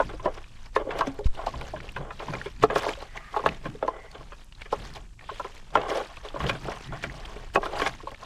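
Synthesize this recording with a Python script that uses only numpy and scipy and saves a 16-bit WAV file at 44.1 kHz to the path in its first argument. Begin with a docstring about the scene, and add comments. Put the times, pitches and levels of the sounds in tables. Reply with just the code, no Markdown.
"""Lead weights knock on tub and hull as a wet cast net is shaken out over small fish in a wooden boat.
The knocks are ragged noise bursts that ring struck modes; the dragging mesh is grainy noise through the
same modes. Spray is patchy noise with tiny rising tones, drips and fish flicks are short tones in noisy
puffs, and snaps are bright cracks. Behind them lie hollow gulps, a low thump, hoarse far birds in narrow
bands of noise, and a light wind and short low lumps of shaped noise."""
import sys
import numpy as np
from scipy import signal
from scipy.fft import rfft, irfft, next_fast_len
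from scipy.io import wavfile
from scipy.ndimage import uniform_filter1d, map_coordinates

SR = 44100
rng = np.random.default_rng(int(sys.argv[2]) if len(sys.argv) > 2 else 0)


def unload_wav(signal):
    """Save mono or channel-first audio to the path in sys.argv[1] as 16-bit WAV at rate SR, clipped to [-1, 1]."""
    wavfile.write(
        sys.argv[1],
        SR,
        np.round(np.clip(np.atleast_2d(signal).T, -1, 1) * 32767).astype(np.int16),
    )


N = 363825

# Spectra are brought to rms 1 before mixing, so their levels are relative.
# low wind buffeting: (frequency [Hz], relative level [dB])
BUFFET_SPECTRUM = [(8.8, -33), (15, 7), (46, -0.5), (92, -15), (110, -7.5), (140, -56), (240, -120)]
# higher flutter, shared by wind and low lumps: (frequency [Hz], relative level [dB])
FLUTTER_SPECTRUM = [(35, -25.5), (60, 5.5), (91, -10.5), (129, 6), (216, -4.5), (320, -9.5), (420, -14.5),
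                    (700, -120)]
# steady air of the river: (frequency [Hz], relative level [dB])
AIR_SPECTRUM = [(120, -25), (200, 12), (936, -14.5), (1040, -43), (1180, -35), (2940, -10), (7680, -1),
                (13000, -12), (15300, -54)]
# water spray: (frequency [Hz], relative level [dB])
SPRAY_SPECTRUM = [(530, -6.5), (900, -1.5), (1350, -4.5), (1630, -4.5), (1830, -4), (1990, -7.5),
                  (2410, -5.5), (3020, -6.5), (8170, -18), (15300, -27.5)]
# hiss that differs between left and right: (frequency [Hz], relative level [dB])
SIDE_HISS_SPECTRUM = [(2940, -26), (5000, -16), (8020, -16), (10000, -16), (12600, 0.5), (15300, -3)]
# treble roll-off of the microphone: (frequency [Hz], gain [dB])
MIC_TREBLE = [(5000, -1), (10000, -6.5), (13000, -9.5), (15500, -15)]
TOP_HZ = 15500  # band limit

# overall wind strength: (time [s], level [dB])
WIND_STRENGTH = [(0.0, -35.5), (0.46, -41.5), (0.94, -43), (1.31, -40.5), (1.56, -39), (1.79, -38),
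                 (2.23, -41), (2.44, -41), (4.02, -45.5), (4.41, -47), (4.78, -41), (6.09, -44.5),
                 (6.52, -42.5), (7.35, -39), (7.7, -39), (8.25, -44.5)]
# short low lumps, from wind gusts and hull thuds: (time [s], level [dB])
LOW_LUMPS = [(0.05, -40), (0.94, -41.5), (1.07, -43.5), (1.56, -36.5), (1.77, -42), (2.0, -37.5),
             (2.3, -33), (2.64, -33.5), (2.76, -44), (3.49, -34.5), (3.68, -33.5), (4.2, -47), (4.8, -42),
             (4.93, -45.5), (5.77, -39.5), (6.45, -27), (6.52, -32.5), (6.65, -38), (6.91, -34.5),
             (7.07, -38), (7.16, -48), (7.9, -40)]
LUMP_RISE, LUMP_FALL = 314, 177  # dB per s
FLUTTER_DB = -16  # steady flutter, relative to the wind strength

# far bird notes: (time [s], length [s], pitch [Hz], bandwidth [Hz], level [dB])
BIRD_NOTES = [(3.03, .62, 1900, 600, -51), (3.17, .17, 1225, 30, -54), (3.06, .2, 1960, 45, -56),
              (3.21, .13, 1820, 45, -57), (3.89, .25, 1990, 55, -54.5), (3.95, .14, 2130, 50, -59),
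              (5.22, .2, 3250, 350, -56), (6.8, .33, 1900, 200, -52)]
# hollow gulps of water: (time [s], level [dB], pitch [Hz], decay to -60 dB [s])
WATER_GULPS = [(1.073, -21.5, 272, 0.17), (1.19, -23.5, 415, 0.1), (2.975, -34.5, 557, 0.12),
               (6.935, -32, 687, 0.088)]
# a low thump, push and rebound: (time [s], level [dB], pitch [Hz], decay to -60 dB [s])
LOW_THUMP = [(1.258, -5.5, 54, 0.07), (1.272, -7, 8.8, 0.2)]

# single drops snapping on the plastic: (time [s], level [dB])
DROP_SNAPS = [(0.3431, -43), (0.987, -28), (1.0595, -40), (1.1424, -40), (1.268, -37.5), (1.613, -34.5),
              (1.9205, -37), (2.629, -45), (2.7576, -32), (2.7843, -23), (2.833, -31), (2.8634, -38),
              (4.1145, -40), (4.445, -38), (4.5496, -54), (4.9382, -39), (5.3966, -40), (6.4398, -37),
              (6.49, -40), (6.9541, -53), (7.5397, -36), (7.5562, -40), (7.866, -36.5), (8.116, -37)]
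SNAP_T60_S = 0.0042
# drops and fish tails: (time [s], level [dB], starting pitch [Hz])
TAIL_FLICKS = [(0.3431, -34.5, 4700), (0.4414, -33, 2380), (0.569, -41, 2130), (0.7532, -31.5, 1600),
               (0.9058, -20, 2250), (1.0695, -21, 1550), (1.2441, -32, 3640), (1.27, -42, 2300),
               (1.481, -29, 2870), (1.5566, -29.5, 2940), (1.6122, -23, 2270), (1.8023, -24, 1860),
               (1.8901, -23.5, 2600), (2.1939, -26, 3020), (2.3521, -19, 2010), (2.4139, -19, 1650),
               (2.833, -18, 1600), (2.8913, -15, 2220), (2.935, -22, 3060), (3.0041, -36, 2580),
               (3.1747, -20, 1990), (3.4645, -43, 1525), (3.4885, -14.5, 2420), (3.5214, -28, 1840),
               (4.1145, -32, 4360), (4.1789, -35, 2860), (4.5231, -30.5, 2740), (4.5496, -35, 3900),
               (4.6179, -18, 2160), (4.9377, -32, 4650), (5.1921, -30, 2150), (5.2094, -30.5, 1810),
               (5.2405, -32, 2250), (5.4695, -31, 1890), (5.8152, -21, 2730), (6.1689, -23.5, 2440),
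               (6.2861, -25, 3270), (6.4664, -18, 3040), (6.9546, -35, 1760), (7.0973, -24, 1860),
               (7.4994, -33, 1570), (7.5398, -33, 1670), (7.9379, -27, 2030), (8.115, -29, 1880),
               (8.1449, -25, 2080)]
FLICK_T60_S, PUFF_T60_S = 0.011, 0.022
SMALL_FLICK_DB, SMALL_FLICK_HZ = -49, 2400  # middle of the random flicks from the rest of the catch

# the net pulled across the rim:
# (time [s], hold [s], high-mode level [dB], deep-mode level [dB], spray level [dB])
NET_PULLS = [(0.0, 0.01, -42.5, -40, -44.5), (0.087, 0.056, -48, -61, -52), (0.248, 0.037, -38, -37.5, -60),
             (0.373, .01, -48.5, -48, -53.5), (0.503, .1, -83, -72, -67.5),
             (0.789, 0.022, -37.5, -32.5, -61), (0.875, 0.0091, -57, -32.5, -75),
             (0.909, 0.13, -33, -36.5, -54.5), (1.075, 0.075, -46.5, -51, -65),
             (1.21, 0.015, -64.5, -39, -74), (1.38, 0.061, -39.5, -43, -52), (1.48, .2, -49, -49, -48),
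             (1.733, 0.021, -68, -46, -52.5), (1.817, 0.069, -52, -50.5, -51),
             (1.987, 0.11, -45, -46.5, -84), (2.205, 0.2, -45.5, -45, -51), (2.707, 0.025, -33, -32, -70),
             (2.782, 0.12, -36, -38.5, -38), (3.019, 0.0056, -41, -45, -48.5),
             (3.16, 0.011, -43.5, -56, -61), (3.332, 0.2, -45.5, -46.5, -52.5),
             (3.653, 0.0055, -39, -41.5, -50.5), (3.737, 0.0082, -67, -58, -58),
             (3.829, 0.15, -45, -46.5, -70), (4.05, 0.0084, -47, -47, -62), (4.133, .08, -51, -58, -59.5),
             (4.26, .05, -66, -64, -60.5), (4.32, 0.0082, -66, -64, -60), (4.377, 0.026, -76, -70, -57.5),
             (4.602, 0.0081, -62, -70, -58), (4.73, 0.14, -53.5, -52, -49.5),
             (4.969, 0.011, -45.5, -51.5, -56), (5.227, .01, -52.5, -58, -58),
             (5.289, 0.29, -66, -60, -55.5), (5.751, 0.22, -34, -38, -55),
             (5.913, 0.094, -33, -31.5, -40.5), (6.097, 0.0095, -43, -70, -55),
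             (6.253, 0.0072, -40.5, -41.5, -49.5), (6.365, 0.19, -41.5, -46.5, -49.5),
             (6.669, 0.089, -40.5, -48, -54), (6.938, 0.011, -37.5, -46, -63),
             (7.062, 0.0084, -48, -55, -54), (7.112, 0.32, -49, -52.5, -51.5),
             (7.618, 0.21, -42.5, -39.5, -52), (7.727, .03, -37, -39, -49), (7.77, 0.093, -31, -52, -40),
             (8.076, .01, -60, -44.5, -54.5), (8.215, 0.025, -51, -58, -51)]
PULL_RISE, PULL_FALL = 620, 324  # dB per s before and after the hold
SPRAY_RISE, SPRAY_FALL = 370, 154  # the water gathers and drains more slowly, dB per s
# water flung off the mesh in short splashes: (time [s], level [dB])
MESH_SPLASHES = [(0.255, -45.5), (0.341, -52), (0.664, -52), (0.763, -34), (0.99, -32.5), (1.012, -39),
                 (1.075, -37), (1.192, -44.5), (1.267, -40), (1.35, -47.5), (1.47, -40), (1.969, -39),
                 (2.34, -45.5), (2.635, -28), (2.71, -46.5), (2.762, -26), (2.785, -35), (3.01, -46),
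                 (3.172, -40), (3.375, -42.5), (3.465, -31), (3.881, -43), (4.11, -61), (4.62, -50),
                 (4.731, -37.5), (4.961, -38.5), (5.401, -50), (5.758, -34), (5.902, -31), (6.17, -48),
                 (6.295, -64), (6.4, -52), (6.495, -26), (6.73, -58), (7.038, -37), (7.26, -45),
                 (7.557, -28), (7.657, -36), (7.8, -33), (7.876, -31)]
SPLASH_RISE, SPLASH_FALL = 1150, 1450  # dB per s
# level of the ever-present, rising and falling background of dripping: (time [s], level [dB])
DRIP_LEVEL = [(0, -67), (.57, -57), (.72, -65), (1.3, -61), (1.6, -70), (2.02, -62), (2.4, -49.5),
              (2.9, -60.5), (3.25, -64), (3.8, -63), (4.45, -67), (4.82, -60), (5.08, -72), (5.17, -68.5),
              (5.35, -54.5), (6.0, -64), (6.76, -47.5), (7.5, -67.5), (7.9, -59), (8.25, -59)]

# tub and hull modes; each use shortens the decay by its own factor:
# (pitch [Hz], level [dB], relative decay [s])
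HULL_MODES = [(217, -19, 0.14), (307.3, -9.5, 0.15), (421.7, -1, 0.1), (553, -1.5, 0.1), (655, -2.5, 0.077),
              (830, -5, 0.058), (1061, -2, 0.059), (1141, -2, 0.031), (1237, -6, 0.032), (1398, -12, 0.042),
              (1620, -15.5, 0.042), (2070, -21, 0.017), (2496, -29, 0.073), (2876, -27, 0.023),
              (3430, -26.5, 0.017)]
# weights landing; the tilts are relative, before fixed offsets:
# (time [s], level [dB], deep-mode tilt [dB], bright-mode tilt [dB])
WEIGHT_KNOCKS = [(0.0, -8.5, -16.5, -19), (0.091, -32, 7, 0), (0.133, -31, 5, -9), (0.196, -32, -4, 1),
                 (0.257, -12, -9, -19), (0.272, -17, -7.5, -33), (0.373, -33.5, -10, -5),
                 (0.762, -9.5, -5, -8), (0.81, -29.5, -11, -29.5), (0.867, -29, -5, -33),
                 (0.907, -25, -27, -1), (0.989, -21, -10, -32), (1.009, -11.5, -22.5, -22.5),
                 (1.068, -27.5, 0, -6), (1.191, -33, -29, -37), (1.389, -27.5, -40, -56),
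                 (1.467, -16, -20.5, -43), (1.537, -29.5, -23, -18.5), (1.61, -29, -13, -10),
                 (1.735, -24, -11, -38), (1.761, -33, -6, 4), (1.962, -22, -8, -3.5),
                 (2.104, -28, -31, -11), (2.198, -28, -13, -6.5), (2.282, -25.5, -40, -17),
                 (2.334, -22.5, -10, -2), (2.458, -25, 1, 5), (2.623, -21, -3, 1), (2.636, -3.5, -7, -13.5),
                 (2.7, -17.5, -11.5, -8), (2.73, -43, -5, -13.5), (2.758, -9.5, -4, -4),
                 (2.835, -28, -16, -10), (2.864, -16, -14, -48), (2.883, -21, -9.5, -8.5),
                 (3.341, -25, -27, -27), (3.363, -14, -17.5, -22.5), (3.392, -24, -16, -22),
                 (3.437, -23, -5, -17), (3.46, -6.5, -21, -16), (3.654, -26.5, 0.5, 1),
                 (3.748, -35, 12, -27), (3.825, -15.5, -7.5, -17.5), (3.846, -27, 2, -28),
                 (3.879, -13, -12.5, -25), (4.147, -33.5, -5, 3), (4.206, -36.5, -9.5, -22),
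                 (4.319, -33.5, -8.5, 1), (4.656, -35.5, -5, 9), (4.726, -13, -13.5, -31),
                 (4.958, -40.5, -10, -8), (5.29, -26, -29, -14), (5.312, -35, 3, -35),
                 (5.396, -21, -21, -20.5), (5.444, -24, -13, -14), (5.753, -5, -19, -14),
                 (5.771, -15, -4, -8), (6.169, -36.5, -15, -12), (6.339, -27, -1, -26),
                 (6.358, -23, -10, -22), (6.403, -22, -14, -5), (6.438, -23, -13, -2),
                 (6.457, -24, -2, -13), (6.494, -15, -7, 9), (6.55, -29.5, -7, -3), (6.65, -31.5, -11, -35),
                 (6.682, -22.5, -9, -21), (6.717, -28.5, -3, 15), (6.922, -28.5, -30, -14),
                 (7.037, -21.5, -5, 9.5), (7.361, -33.5, 13, 10), (7.557, -7, -11.5, -10),
                 (7.571, -15.5, -10, -40), (7.629, -20.5, -23, -16), (7.657, -22.5, -11, -5),
                 (7.797, -21, -9, -7.5), (7.817, -14, 3.5, 10.5), (7.862, -15.5, -10, 5.5),
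                 (7.999, -37.5, -24, -12), (8.031, -35.5, 0, -23), (8.071, -24, -24.5, -33),
                 (8.116, -35, -14, -21), (8.225, -34, -20, -36)]


def amp(db):
    """Gain from decibels."""
    return 10 ** (np.asarray(db) / 20)


def unit(x):
    """x at rms 1."""
    return x / np.sqrt(np.mean(x ** 2) + 1e-20)


def curves(rows):
    """One value per sample for each column after the time."""
    s, *cols = np.transpose(rows)
    return [np.interp(np.arange(N) / SR, s, c) for c in cols]


def wobble(rate):
    """A smooth random curve, rate knots a second."""
    knots = rng.standard_normal(int(N * rate / SR) + 4)
    return map_coordinates(knots, [np.arange(N) * rate / SR])


def filtered(x, response):
    """x times a response of frequency."""
    m = next_fast_len(N + SR // 2)
    return irfft(rfft(x, m) * response(np.fft.rfftfreq(m, 1 / SR)), m)[..., :N]


def coloured(x, spectrum):
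    """x shaped by (Hz, dB) points on a log axis, at rms 1."""
    f, db = np.transpose(spectrum)
    return unit(filtered(x, lambda hz: amp(np.interp(np.log(hz + 1), np.log(f), db))))


def grainy(spiky_db, rate):
    """Noise whose size wanders at random, rate knots a second, at rms 1."""
    return unit(amp(spiky_db * wobble(rate)) * rng.standard_normal(N))


def patchy(depth_db, bins, frames):
    """Noise with patches of random gain in pitch and time."""
    z = signal.stft(rng.standard_normal(N + 256), nperseg=128)[2]
    field = uniform_filter1d(rng.standard_normal(z.shape), int(bins), 0)
    field = uniform_filter1d(field, int(frames), 1)
    return signal.istft(z * amp(depth_db * unit(field)), nperseg=128)[1][:N]


def ringing(t, db, hz, t60, attack):
    """A dying tone with a soft start."""
    return amp(db - 60 * t / t60) * np.sin(2 * np.pi * hz * t) * (1 - np.exp(-t / attack))


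def swells(start, hold, db, rise, fall):
    """Gain of events that each rise, hold and fall at steady dB per s; their powers add."""
    t = np.arange(0, N + 64, 64)[:, None] / SR  # worked out every 64 samples
    away_db = np.maximum(rise * (start - t), fall * (t - start - hold)).clip(0)
    gain = np.sqrt(np.sum(amp(db - away_db) ** 2, 1))
    return np.interp(np.arange(N) / SR, t[:, 0], gain)


def add(track, s, sound):
    """Mix a sound in at a time."""
    part = track[max(round(s * SR), 0):][:len(sound)]
    part += sound[:len(part)]


def wind():
    """Low buffeting, a higher flutter with short low lumps, and the steady air of the river, all noise."""
    strength_db, = curves(WIND_STRENGTH)
    lump_s, lump_db = np.transpose(LOW_LUMPS)
    buffet = coloured(rng.standard_normal(N) * amp(0.68 * wobble(2.0)), BUFFET_SPECTRUM)
    flutter = coloured(rng.standard_normal(N) * amp(1.5 * wobble(12)), FLUTTER_SPECTRUM)
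    air = coloured(rng.standard_normal(N), AIR_SPECTRUM)
    lumps = swells(lump_s, 0, lump_db, LUMP_RISE, LUMP_FALL)
    steady = amp(strength_db + FLUTTER_DB)
    return amp(strength_db) * buffet + (lumps + steady) * flutter + amp(-64.5) * air


def birds():
    """Hoarse far notes: slow noise moved up to each pitch makes a narrow band."""
    out = np.zeros(N)
    for s, length, hz, width_hz, db in BIRD_NOTES:
        t = np.arange(round(length * SR)) / SR
        pole = np.exp(-np.pi * width_hz / SR)
        blur = signal.lfilter([1], [1, -pole], rng.standard_normal((2, SR)))[:, -len(t):]
        note = blur[0] * np.sin(2 * np.pi * hz * t) + blur[1] * np.cos(2 * np.pi * hz * t)
        add(out, s, amp(db) * unit(note) * signal.windows.tukey(len(t), .5))
    return out


def hollows():
    """Air pockets gulp in the water as dying tones; a low thump pushes and swings back."""
    out, t = np.zeros(N), np.arange(SR // 3) / SR
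    for s, *tone in WATER_GULPS:
        add(out, s, ringing(t, *tone, 0.00067))
    for sense, (s, *tone) in zip([1, -1], LOW_THUMP):
        add(out, s, sense * ringing(t, *tone, 0.00068))
    return out


def snaps():
    """Each snap is a bright crack of noise that dies at once."""
    out, t = np.zeros(N), np.arange(SR // 50) / SR
    for s, db in DROP_SNAPS:
        crack = signal.lfilter([1, -2, 1], np.poly([.45, .45]), rng.standard_normal(len(t)))
        add(out, s, amp(db - 60 * t / SNAP_T60_S) * unit(crack))
    return out


def flicks():
    """Each drop or tail flick is a short rising tone inside a wet puff around the same pitch."""
    out, t = np.zeros(N), np.arange(SR // 25) / SR
    when, size, pitch = rng.random((90, 3)).T
    small_db = SMALL_FLICK_DB + 12 * (size - .5)
    small_hz = SMALL_FLICK_HZ * 3.2 ** (pitch - .5)
    for s, db, hz in [*TAIL_FLICKS, *zip(when * N / SR, small_db, small_hz)]:
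        tone = ringing(t, 1.5, hz * (1 + 8 * t), FLICK_T60_S, 0.0018)
        pole = np.exp(-np.pi * .8 * hz / SR)
        blur = signal.lfilter([1], np.poly([pole] * 2), rng.standard_normal(len(t)))
        puff = unit(blur) * ringing(t, -6.2, hz, PUFF_T60_S, 0.00078)
        add(out, s, amp(db) * (tone + puff))
    return out


def droplets(count, mid_hz, cycles, spiky_db):
    """A steady rain of tiny bubbles, each a short rising tone, at rms 1."""
    when, size = rng.random((2, count, 1))
    hz = mid_hz * np.exp(0.556 * rng.standard_normal((count, 1))).clip(.3, 4)
    t = np.arange(128) / SR
    tones = amp(spiky_db * size ** 2) * np.sin(2 * np.pi * hz * t * (1 + 12 * t))
    tones *= np.exp(-t * hz / cycles) * (1 - np.exp(-t / 0.00025))
    tones *= np.cos(np.pi / 2 * t / t[-1])  # fade to silence
    places = (when * N).astype(int) + np.arange(128)
    return unit(np.bincount(places.ravel(), tones.ravel(), N + 256)[:N])


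def hull(x, modes):
    """x through the resonances of some hull modes, neighbours in opposite senses, at rms 1."""
    def response(f):
        total = 0
        for k, (centre, db, t60) in enumerate(modes):
            damping = 1j * f * 6 / t60
            total = total + (-1) ** k * amp(db) * damping / (centre * centre - f * f + damping)
        return total
    return unit(filtered(x, response))


def net():
    """Knots and weights scrape the hull into ringing; water leaves the mesh as spray and droplets."""
    s, hold, high_db, deep_db, spray_db = np.transpose(NET_PULLS)
    splash_s, splash_db = np.transpose(MESH_SPLASHES)
    wet = swells(s, hold, spray_db, SPRAY_RISE, SPRAY_FALL)
    wet += swells(splash_s, 0, splash_db, SPLASH_RISE, SPLASH_FALL)
    wet += amp(curves(DRIP_LEVEL)[0] + 2.5 * wobble(25))

    drops = amp(2 * wobble(700) + 1.5 * wobble(200)) * amp(1.2 * wobble(40))
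    spray = coloured(drops * patchy(depth_db=4.0, bins=4.5, frames=4), SPRAY_SPECTRUM)
    spray += amp(-8) * droplets(count=9000, mid_hz=2600, cycles=10, spiky_db=24)
    # a faint side hiss follows the spray level; opposite signs put the hiss at the sides
    side_hiss = amp(-19) * coloured(drops * rng.standard_normal(N), SIDE_HISS_SPECTRUM)

    scrape = grainy(spiky_db=2.5, rate=140)
    deep = [mode for mode in HULL_MODES if mode[0] < 610]
    high = [mode for mode in HULL_MODES if mode[0] > 610]
    ring = swells(s, hold, high_db, PULL_RISE, PULL_FALL) * hull(scrape, high)
    ring += swells(s, hold, deep_db, PULL_RISE, PULL_FALL) * hull(scrape, deep)
    uneven_db = 1.5 * wobble(30)
    return amp(uneven_db) * ring + wet * (spray + [side_hiss, -side_hiss])


def knocks():
    """A string of weights lands within a few ms; the ragged push rings the hull modes at new strengths."""
    out, t = np.zeros(N), np.arange(SR // 10) / SR
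    hz, level, t60 = np.transpose(HULL_MODES)[:, :, None]
    facing = (-1.0) ** np.arange(len(HULL_MODES))[:, None]  # neighbouring modes push in opposite senses
    chance = rng.standard_normal((len(WEIGHT_KNOCKS), len(HULL_MODES), 2))
    landing = np.exp(-t / 0.0095) * (1 - np.exp(-t / 0.00046))
    for (s, db, deep_db, bright_db), luck in zip(WEIGHT_KNOCKS, chance):
        tilt_db = [deep_db + 5, 0, bright_db + 21.5]
        place_db = np.interp(np.log(hz), np.log([400, 850, 2000]), tilt_db)
        mode_db = level + place_db + 2.64 * luck[:, 1:]
        mode_hz = hz * (1 + 0.034 * luck[:, :1])
        ring = np.sum(facing * ringing(t, mode_db, mode_hz, 0.47 * t60, 0.000067), 0)
        push = landing * rng.standard_normal(len(t)) ** 3
        push[30] += 2.1 * amp(0.57 * db) * np.linalg.norm(push)  # in a hard blow one weight leads
        blow = signal.fftconvolve(push[:1500], ring)[:len(t)]
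        wet_mesh = signal.lfilter([1, -1], np.poly([.8, .7, .4]), rng.standard_normal(len(t)))
        slap = amp(bright_db - 35.0) * landing * wet_mesh
        add(out, s, amp(db + 2.47) * (blow / np.abs(blow).max() + slap))
    return out


def scene():
    """All the layers mixed; nearly everything reaches both channels alike."""
    return wind() + birds() + hollows() + snaps() + flicks() + net() + knocks()


def record(dry):
    """The microphone loses treble; a faint hiss differs between channels; a band limit cuts the top."""
    hiss = amp(-78) * coloured(rng.standard_normal(N), SIDE_HISS_SPECTRUM)
    f, db = np.transpose(MIC_TREBLE)
    dull = filtered(dry, lambda hz: amp(np.interp(hz, f, db)))
    return filtered(dull + [hiss, -hiss], lambda hz: hz < TOP_HZ)


dry = scene()
out = record(dry)
unload_wav(out)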